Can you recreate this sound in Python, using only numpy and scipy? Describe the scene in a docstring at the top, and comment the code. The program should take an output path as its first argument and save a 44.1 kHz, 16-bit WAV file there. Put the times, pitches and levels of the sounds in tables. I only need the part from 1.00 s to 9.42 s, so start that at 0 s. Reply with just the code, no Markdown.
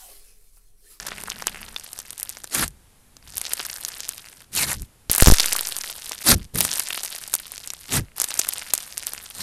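"""First comes dense crackle over a low hum that soon stops: hands press foam-bead slime on a small cord microphone.
Air pockets between the beads burst, each a bright snap with a dull tick; single larger ones are louder pops.
A peel is a dense fizz of many bursts with a gliding rumble of low noise; twice air whistles in a narrow noise band.
Once the slime closes over the microphone, and pressure jumps, which leak away exponentially, overload it."""
import sys
import numpy as np
from scipy import signal
from scipy.fft import rfft, irfft, next_fast_len
from scipy.io import wavfile
from scipy.ndimage import uniform_filter1d

SR = 44100
rng = np.random.default_rng(int(sys.argv[2]) if len(sys.argv) > 2 else 0)


def put_to_file(sound):
    """Save the sound as 16-bit audio at rate SR, in the file named by the first command-line argument."""
    columns = np.atleast_2d(sound).T  # one column per channel
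    safe = np.clip(columns, -1, 1)
    whole_steps = np.round(safe * 32767)
    wavfile.write(sys.argv[1], SR, whole_steps.astype(np.int16))


N = 371322

# Levels of sources are those before the microphone; levels of foam are also before the gains of its layers.
# Spells of crackle, under a press or as the slime settles: start t/s, time of the first change t/s,
# force eases at t/s, end t/s, first level/dB, level after the change/dB, dull part relative to the level/dB
CRACKLE_SPELLS = [(0, 0.22, .75, 0.76, -41, -44.5, 1), (.76, 0.13, 1.4, 1.72, -49.5, -47, -5),
                  (2.221, 0.18, 3.08, 3.45, -58.5, -38.5, -5.5), (3.73, .01, 3.67, 3.865, -47, -46.5, -11),
                  (4.095, 0.14, 4.45, 5.24, -32.5, -25.5, -7), (5.33, 0.24, 5.84, 5.46, -51, -54, -4),
                  (5.535, 0.027, 5.57, 7, -46, -26, -8.5), (6.99, 0.11, 6.8, 7.3, -45.5, -63, 2.5),
                  (7.159, 0.046, 12, 8.81, -41, -37, -5.5)]
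# Fingers peel off: start t/s, skin tears free at t/s, level after the rise/dB, level at the tear/dB,
# dull part at the tear relative to the level/dB
FINGER_PEELS = [(1.506, 1.639, -21, -26.5, -4.5), (3.515, 3.63, -24.5, -18.5, -10),
                (3.602, 3.722, -34, -25, -4.5), (5.235, 5.318, -14.5, -10, -8.5),
                (6.887, 6.972, -21, -21, -4), (8.317, 8.438, -43.5, -25.5, -9)]
# Single pops: t/s, level/dB, pitch f/Hz, dull part relative to the level/dB
SINGLE_POPS = [(0.067, -14, 10700, -24), (0.0842, -16.5, 7000, -1), (0.119, -17, 2000, -12),
               (0.2372, -15, 9500, -7.5), (0.283, -20, 1310, -12), (0.3014, -7, 6500, -31),
               (0.3192, -14, 3140, -26), (0.4231, -14, 5630, -0.5), (0.4702, 2, 7640, -14.5),
               (0.4812, -12.5, 3040, -15), (0.7631, -10.5, 3550, -17), (0.798, -18, 7800, -20),
               (0.932, -15.5, 10700, -32), (0.9899, -11.5, 7440, -19), (1.0013, -16.5, 7400, -18),
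               (1.106, -13, 9400, -36), (1.18, -19, 8900, -30), (1.1996, -12, 11100, -47),
               (1.21, -18, 10700, -43), (1.2305, -6, 10600, -47), (1.2936, -11, 9800, -53),
               (1.3002, -16, 8000, -38), (1.3707, -18.5, 5850, -5), (1.4431, -14.5, 7850, -8),
               (1.5484, -2.5, 10000, -23), (1.6799, -11.5, 10400, -29), (2.168, -24, 6200, -16),
               (2.3706, -8.5, 11740, -39), (2.381, -6, 9700, -32), (2.415, -8, 8600, -35),
               (2.453, -11.5, 4500, -19), (2.5348, -1, 8600, -34), (2.5956, -11, 4800, -9),
               (2.6019, -11, 2970, -11), (2.8501, -4.5, 6474, -47), (2.887, -16, 8300, -29),
               (3.005, -9, 6650, -47), (3.0915, -5.5, 8700, -56), (3.552, -7, 11800, -40),
               (3.563, -7, 10400, -33), (3.7309, -8.5, 10900, -14), (3.8206, -17.5, 10400, -28),
               (4.0983, -4.5, 5300, -48), (4.109, -22, 2600, -15), (4.115, 10.5, 13300, -45),
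               (4.1316, -4, 9300, -38), (4.1502, 0, 10100, -18), (4.1613, 0, 12200, -31),
               (4.182, 7.5, 11100, -21.5), (4.209, 1.5, 10050, -21), (4.223, 14, 8300, -14),
               (4.2607, 6, 6160, -10.5), (4.2726, 13, 6700, -13), (4.284, 8.5, 5870, -10),
               (4.301, -2.5, 5840, -10), (4.322, -2, 8340, -5), (4.3986, 4, 4400, -38),
               (4.4053, -0.5, 4900, -32), (4.4593, 1.5, 8240, -35), (4.531, 2, 9000, -36),
               (4.553, -17, 1150, -15), (4.5644, -3, 7600, -27), (4.6101, -4.5, 10300, -16),
               (4.672, -7, 8400, -34), (4.689, -11, 9500, -19), (4.766, -6.5, 7800, -45),
               (4.811, -13, 6036, -29), (4.842, -19, 2070, -18), (5.059, -18, 7925, -28),
               (5.095, -12, 8100, -27), (5.114, -27, 983, -3), (5.1196, -6.5, 5470, -36),
               (5.5873, -3, 11030, -15), (5.6069, 9.5, 9500, -25), (5.651, -1.5, 9150, -9),
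               (5.758, -21, 8640, -31.5), (5.7965, -1.5, 10150, -39), (5.9058, -10.5, 2700, -36),
               (5.977, -16, 2940, -4), (6.034, -9.5, 8300, -41), (6.049, -11, 8800, -22),
               (6.127, -16.5, 4600, -46), (6.278, -16, 10870, -22), (6.3395, 8, 8140, -60),
               (6.3523, 1.5, 10900, -25), (6.58, -12.5, 7040, -47), (6.6752, -11.5, 7900, -48),
               (6.7037, -6.5, 5800, -40), (6.736, -14.5, 8700, -15), (7.183, -18, 5900, -6),
               (7.201, -0.5, 8200, -23), (7.2173, 3.5, 8800, -35), (7.2426, -2.5, 8300, -45),
               (7.317, -16, 3970, -7), (7.3414, -9.5, 8700, -46), (7.3931, 7.5, 7800, -46),
               (7.396, 6.5, 7950, -26), (7.471, -18, 7000, -4.5), (7.4892, 2, 11100, -45),
               (7.536, -8.5, 9600, -38), (7.737, 9.5, 8630, -34), (7.7517, -8, 8950, -45),
               (7.7789, -6, 7960, -32), (7.9791, -7, 9000, -45), (8.0691, -5, 9300, -49),
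               (8.1351, -10.5, 10400, -13.5), (8.309, -25, 3250, -26)]
# Air whistles through the gap under a moving finger: start t/s, end t/s, first f/Hz, last f/Hz, level/dB
AIR_WHISTLES = [(3.558, 3.661, 2926, 1894, -31), (7.283, 7.31, 6500, 10500, -36)]
# The slime heaves under the microphone: start t/s, strongest at t/s, dies within t/s, strongest level/dB,
# rumble starts at f/Hz, glides towards f/Hz
SLIME_HEAVES = [(1.501, 1.632, 0.15, -27.5, 404.3, 61.6), (2.171, 2.382, .14, -47, 65.9, 58.8),
                (3.489, 3.701, 0.086, -34, 198.5, 105.1), (3.693, 3.825, 0.057, -28.5, 96.1, 53.9),
                (5.235, 5.337, 0.14, -16, 402.8, 75.3), (5.529, 5.553, 0.25, -26.5, 117.5, 170.5),
                (6.878, 6.998, 0.095, -22, 298.7, 68.05), (8.329, 8.451, 0.066, -39, 195, 176)]
# Pressure jumps at the covered microphone: t/s, size [full scale, before overload], leak time t/s
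PRESSURE_JUMPS = [(4.098, 0.2, 0.0032), (4.2239, 1, 0.0088), (4.273, 1.56, 0.0044), (4.2835, -3.5, 0.0011),
                  (4.289, 0.03, 0.046), (4.301, -0.7, 0.0082), (4.322, -1.43, 0.012)]
# Colour of the bright part of a burst: f/Hz, level/dB
SNAP_COLOUR = [(1060, -35), (1800, 1.5), (7050, -4.5), (9040, 1.5), (14000, -1.5)]
# Colour of the steady hiss and room noise: f/Hz, relative level/dB
ROOM_COLOUR = [(25, 1), (107, -5), (144, -10), (219, -9), (293, -15.5), (436, -16.5), (554, -19),
               (5840, -27), (10700, -22.5), (14000, -30)]
# Colour of the low hum heard at first: f/Hz, relative level/dB
HUM_COLOUR = [(25, 2), (139, -9.5), (211, -0.5), (310, -25), (400, -9), (520, -28), (880, -120)]
# Colour of the rumble noise around a pitch of 1000 Hz: f/Hz, level/dB
RUMBLE_COLOUR = [(100, -15), (600, -1), (1000, 0), (1700, -7), (3000, -15), (6000, -29), (20000, -80)]

# Layers of bursts: level of the bright part/dB, level of the dull part/dB
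PRESS_CRACKLE_DB, PRESS_FIZZ_DB = (3.5, 1.0), (-8.5, -8.5)
PEEL_CRACKLE_DB, PEEL_FIZZ_DB = (-13, -14), (-0.5, -0.5)

SAG_DB_PER_S, EASE_DB, EASE_S = 7, -13, 0.34  # crackle sags, and settles once the force eases
PEEL_RISE_S, PEEL_FROM_DB, PEEL_STOP_S, PEEL_STOP_DB = 0.046, -20.5, 0.035, -20
DARKEN_DB = 3.5  # the relative level of the dull part grows by this much during a peel
LEAN_DB = 5  # some pockets are mostly snap, others mostly tick
PATCH_DB = 2.5  # spread of the patches in the colour of a peel
HEAVE_RISE_S, HEAVE_FROM_DB, HEAVE_NEAR_DB, HEAVE_FALL_DB = 0.068, -31, -7, -35
GLIDE_SHARE = .72  # time of the pitch glide, as a share of the time to the strongest moment
ROOM_DB, HUM_DB, HUM_END_S = -55, -49, .78
SHELF_HZ, SHELF_DB, EDGE_HZ = 14000, -35.5, 16490  # treble loss and band limit
CLIP_LEVEL, DRAIN_HZ = .91, 1.1  # overload [full scale], corner of the coupling


def bursts(per_s, spread_db, clump_db, halo_db):
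    """Shot noise: random impulses in clumps, sizes long-tailed; each excites a bright snap and a dull tick."""
    # The clumps scale the sizes, not the number of bursts.
    clump = evened(uniform_filter1d(uniform_filter1d(rng.standard_normal(N), 250), 250))
    fire, chance, sign = rng.random((3, N))
    size_db = spread_db * np.minimum(-np.log(1 - chance), 3) + clump_db * clump
    size = gain_of(size_db) * np.sign(sign - .5) * (fire < per_s / SR)

    # Twelve kinds of pocket, each with its colour
    kind, t = rng.integers(0, 12, N), np.arange(600) / SR
    snaps_hz = np.geomspace(3800, 13000, num=12)
    ticks_hz = rng.permutation(np.geomspace(370, 2600, num=12))
    leans = rng.permutation(np.linspace(-1, 1, num=12))
    rings = rng.permutation(np.geomspace(1, 2.3, num=12))
    bright, dull = np.zeros((2, N))
    for k, (hz, low_hz, lean, ring) in enumerate(zip(snaps_hz, ticks_hz, leans, rings)):
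        # The film around the pocket keeps tearing.
        halo = rng.standard_normal(600) * gain_of(halo_db - 60 * t / 0.011)
        halo[0] = 1
        train = signal.oaconvolve(size * (kind == k), halo)[:N]
        snap = wavelet(hz, 1.12 * ring) * np.sqrt(hz / ring)
        tick = wavelet(low_hz, 1.26) * low_hz ** 1.58
        bright += signal.oaconvolve(train, snap)[:N] * gain_of(LEAN_DB * lean)
        dull += signal.oaconvolve(train, tick)[:N] / gain_of(LEAN_DB * lean)
    return evened(coloured(bright, SNAP_COLOUR)), evened(dull)


def foam(tables, layers):
    """Superposition and modulation: layers of (bursts, their levels) follow the force of the hands."""
    gain, dull_share_db = play(tables, .006)
    total = 0
    for (bright, dull), (bright_db, dull_db) in layers:
        total = total + gain_of(bright_db) * bright + gain_of(dull_db + dull_share_db) * dull
    return gain * total


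def press(start, change_s, ease, end, first_db, db, dull_db):
    """Envelope in t/s, level/dB, dull/dB: linear rise or fall, then sag, in dB; settling as the force eases."""
    s = np.linspace(start, end, num=200)
    change_db = (first_db - db) * np.clip(1 - (s - start) / change_s, 0, 1)
    sag_db = SAG_DB_PER_S * np.maximum(s - start - change_s, 0)
    ease_db = EASE_DB * (1 - np.exp(-np.maximum(s - ease, 0) / EASE_S))
    return np.transpose([s, db + change_db - sag_db + ease_db, dull_db + 0 * s])


def peel(start, tear, first_db, last_db, dull_db):
    """Envelope in t/s, level/dB, dull/dB: quick rise, the pull, quick stop as the skin comes free."""
    return [(start, first_db + PEEL_FROM_DB, dull_db - DARKEN_DB),
            (start + PEEL_RISE_S, first_db, dull_db - DARKEN_DB),
            (tear, last_db, dull_db),
            (tear + PEEL_STOP_S, last_db + PEEL_STOP_DB, dull_db)]


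def patchy(x):
    """Random spectral weighting: patches of time and pitch rise and fall as parts of the skin let go."""
    spectrum = signal.stft(x, nperseg=256)[2]
    noise = rng.standard_normal(spectrum.shape[::-1])
    patches = evened(uniform_filter1d(uniform_filter1d(noise, size=5, axis=0), size=10, axis=1))
    weight = gain_of(PATCH_DB * patches.T - 0.5)
    return signal.istft(spectrum * weight, nperseg=256)[1][:N]


def pops():
    """Impulse response: a pop is a ringing snap and a dull tick; neighbours tear just before and after it."""
    out, t = np.zeros(N + 800), (np.arange(800) - 200) / SR
    for s, db, hz, dull_db in SINGLE_POPS:
        chance, gate = rng.standard_normal((2, 800))
        tick_chance, sign = rng.standard_normal(2)
        head = wavelet(hz, 1.24) + hz / 17000 * wavelet(10640, 1.74)
        # Middle-sized pockets ring on.
        ring_db = -21 - 13.3 * abs(np.log2(hz / 3600))
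        head += gain_of(ring_db) * wavelet(hz, hz * 0.005)
        head += gain_of(dull_db) * wavelet(1500 * gain_of(tick_chance), .8)
        tear_db = -18.0 - 60 * np.maximum(t / 0.02, -t / 0.0039)
        tears = chance * (abs(gate) > 1.4) * gain_of(tear_db)
        tears[200] = 1  # the pop itself
        pop = signal.oaconvolve(tears, head)[:800]
        out[round(s * SR) - 206:][:800] += np.sign(sign) * gain_of(db) * pop
    return signal.lfilter(*signal.butter(2, 300, "high", fs=SR), out[:N])


def heave(start, top, fall_s, db, from_hz, to_hz):
    """Envelope in t/s, level/dB, f/Hz: the rumble swells and dies while its pitch relaxes."""
    s = np.linspace(start, top + fall_s, num=100)
    times = [start, start + min(HEAVE_RISE_S, (top - start) / 2), top, s[-1]]
    level_db = db + np.interp(s, times, [HEAVE_FROM_DB, HEAVE_NEAR_DB, 0, HEAVE_FALL_DB])
    glide = np.exp(-((s - start) / (GLIDE_SHARE * (top - start))) ** 2)
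    return np.transpose([s, level_db, to_hz + (from_hz - to_hz) * glide])


def heaves():
    """Frequency scaling: low noise and a tone in it glide together, mostly down as the fingers' hollow grows."""
    gain, hz = play([heave(*row) for row in SLIME_HEAVES], 0.01)
    noise = evened(coloured(rng.standard_normal(N), RUMBLE_COLOUR))
    turns = np.cumsum(hz) / SR
    rumble = np.interp(turns * SR / 1000, np.arange(N), noise)  # read slower for a lower pitch
    wobble = np.sin(2 * np.pi * (turns + rng.random()))
    return gain * (rumble + gain_of(-14.5) * wobble)


def jumps():
    """Exponential relaxation: a sudden pressure step leaks away behind the membrane."""
    t, pressure = np.arange(N) / SR, np.zeros(N)
    for s, size, leak_s in PRESSURE_JUMPS:
        step = np.clip((t - s) / 0.00033, 0, 1)
        pressure += size * step * np.exp(-np.maximum(t - s, 0) / leak_s)
    return pressure


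def whistles():
    """Frequency-shifted noise: a narrow band sinks as the gap widens and climbs as it narrows."""
    tables = [[(start, db, from_hz), (end, db, to_hz)] for start, end, from_hz, to_hz, db in AIR_WHISTLES]
    gain, hz = play(tables, 0.0075)
    a, b = signal.lfilter(*signal.butter(2, 250, fs=SR), rng.standard_normal((2, N)))
    carrier = np.exp(2j * np.pi * np.cumsum(hz) / SR)
    return gain * evened(((a + 1j * b) * carrier).real)


def room():
    """Stationary filtered noise: microphone hiss and low room noise, with a louder low hum at first."""
    hiss, hum = rng.standard_normal((2, N))
    early = np.clip((HUM_END_S - np.arange(N) / SR) / 0.012, 0, 1)
    steady = gain_of(ROOM_DB) * evened(coloured(hiss, ROOM_COLOUR))
    return steady + early * gain_of(HUM_DB) * evened(coloured(hum, HUM_COLOUR))


def gain_of(db):
    """Decibel law: amplitude ratio of a level/dB."""
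    return 10 ** (np.asarray(db) / 20)


def evened(x):
    """Normalisation to an RMS value of 1."""
    return x / np.sqrt(np.mean(x ** 2) + 1e-20)


def coloured(x, points):
    """Linear filtering: weights the spectrum by points of f/Hz, level/dB on a logarithmic frequency axis."""
    size = next_fast_len(len(x))
    f, db = np.transpose(points)
    hz = np.fft.rfftfreq(size, 1 / SR)
    weight = gain_of(np.interp(np.log(hz + 1), np.log(f + 1), db))
    return irfft(rfft(x, size) * weight, size)[:len(x)]


def wavelet(hz, cycles):
    """Damped oscillation: a few cycles under a soft rise and a quick fall, peak 1."""
    u = np.arange(300) / SR * hz / cycles
    w = u * np.exp(-3.0 * u) * np.sin(2 * np.pi * u * cycles)
    return w / abs(w).max()


def play(tables, fade_s):
    """Envelope: joins tables into a gain and a second control; the loudest rules, gaps are silent."""
    t, gain, other = np.arange(N) / SR, np.zeros(N), np.zeros(N)
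    for rows in tables:
        s, db, value = np.transpose(rows)
        since_start = t - s[0] + fade_s * (s[0] < fade_s)  # no fade-in at the very beginning
        edge = np.clip(np.minimum(since_start, s[-1] - t) / fade_s, 0, 1)
        level = edge * gain_of(np.interp(t, s, db))
        other = np.where(level > gain, np.interp(t, s, value), other)
        gain = np.maximum(gain, level)
    return gain, other


def scene():
    """Superposition of all sources; presses and peels share the same two streams of bursts."""
    crackle = bursts(per_s=650, spread_db=6.0, clump_db=2.5, halo_db=-25)
    fizz = bursts(per_s=9000, spread_db=3.5, clump_db=2.0, halo_db=-30)
    presses = foam([press(*row) for row in CRACKLE_SPELLS],
                   [(crackle, PRESS_CRACKLE_DB), (fizz, PRESS_FIZZ_DB)])
    peels = foam([peel(*row) for row in FINGER_PEELS],
                 [(crackle, PEEL_CRACKLE_DB), (fizz, PEEL_FIZZ_DB)])
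    return (presses + patchy(peels) + pops() + heaves() + jumps() + whistles() + room())[None]


def record(dry):
    """Transducer chain: lost top treble, clipping at overload, slow drain of the offset, then the band limit."""
    shelf = gain_of(SHELF_DB)
    corners_hz = [0, SHELF_HZ - 300, SHELF_HZ + 300, SR / 2]
    treble_loss = signal.firwin2(511, corners_hz, [1, 1, shelf, shelf], fs=SR)
    heard = signal.oaconvolve(dry, treble_loss[None], "same")
    clipped = np.clip(heard, -CLIP_LEVEL, CLIP_LEVEL)
    drained = signal.lfilter(*signal.butter(1, DRAIN_HZ, "high", fs=SR), clipped)
    band_limit = signal.firwin(511, EDGE_HZ, window=("kaiser", 9), fs=SR)
    return signal.oaconvolve(drained, band_limit[None], "same")


dry = scene()
out = record(dry)
put_to_file(out)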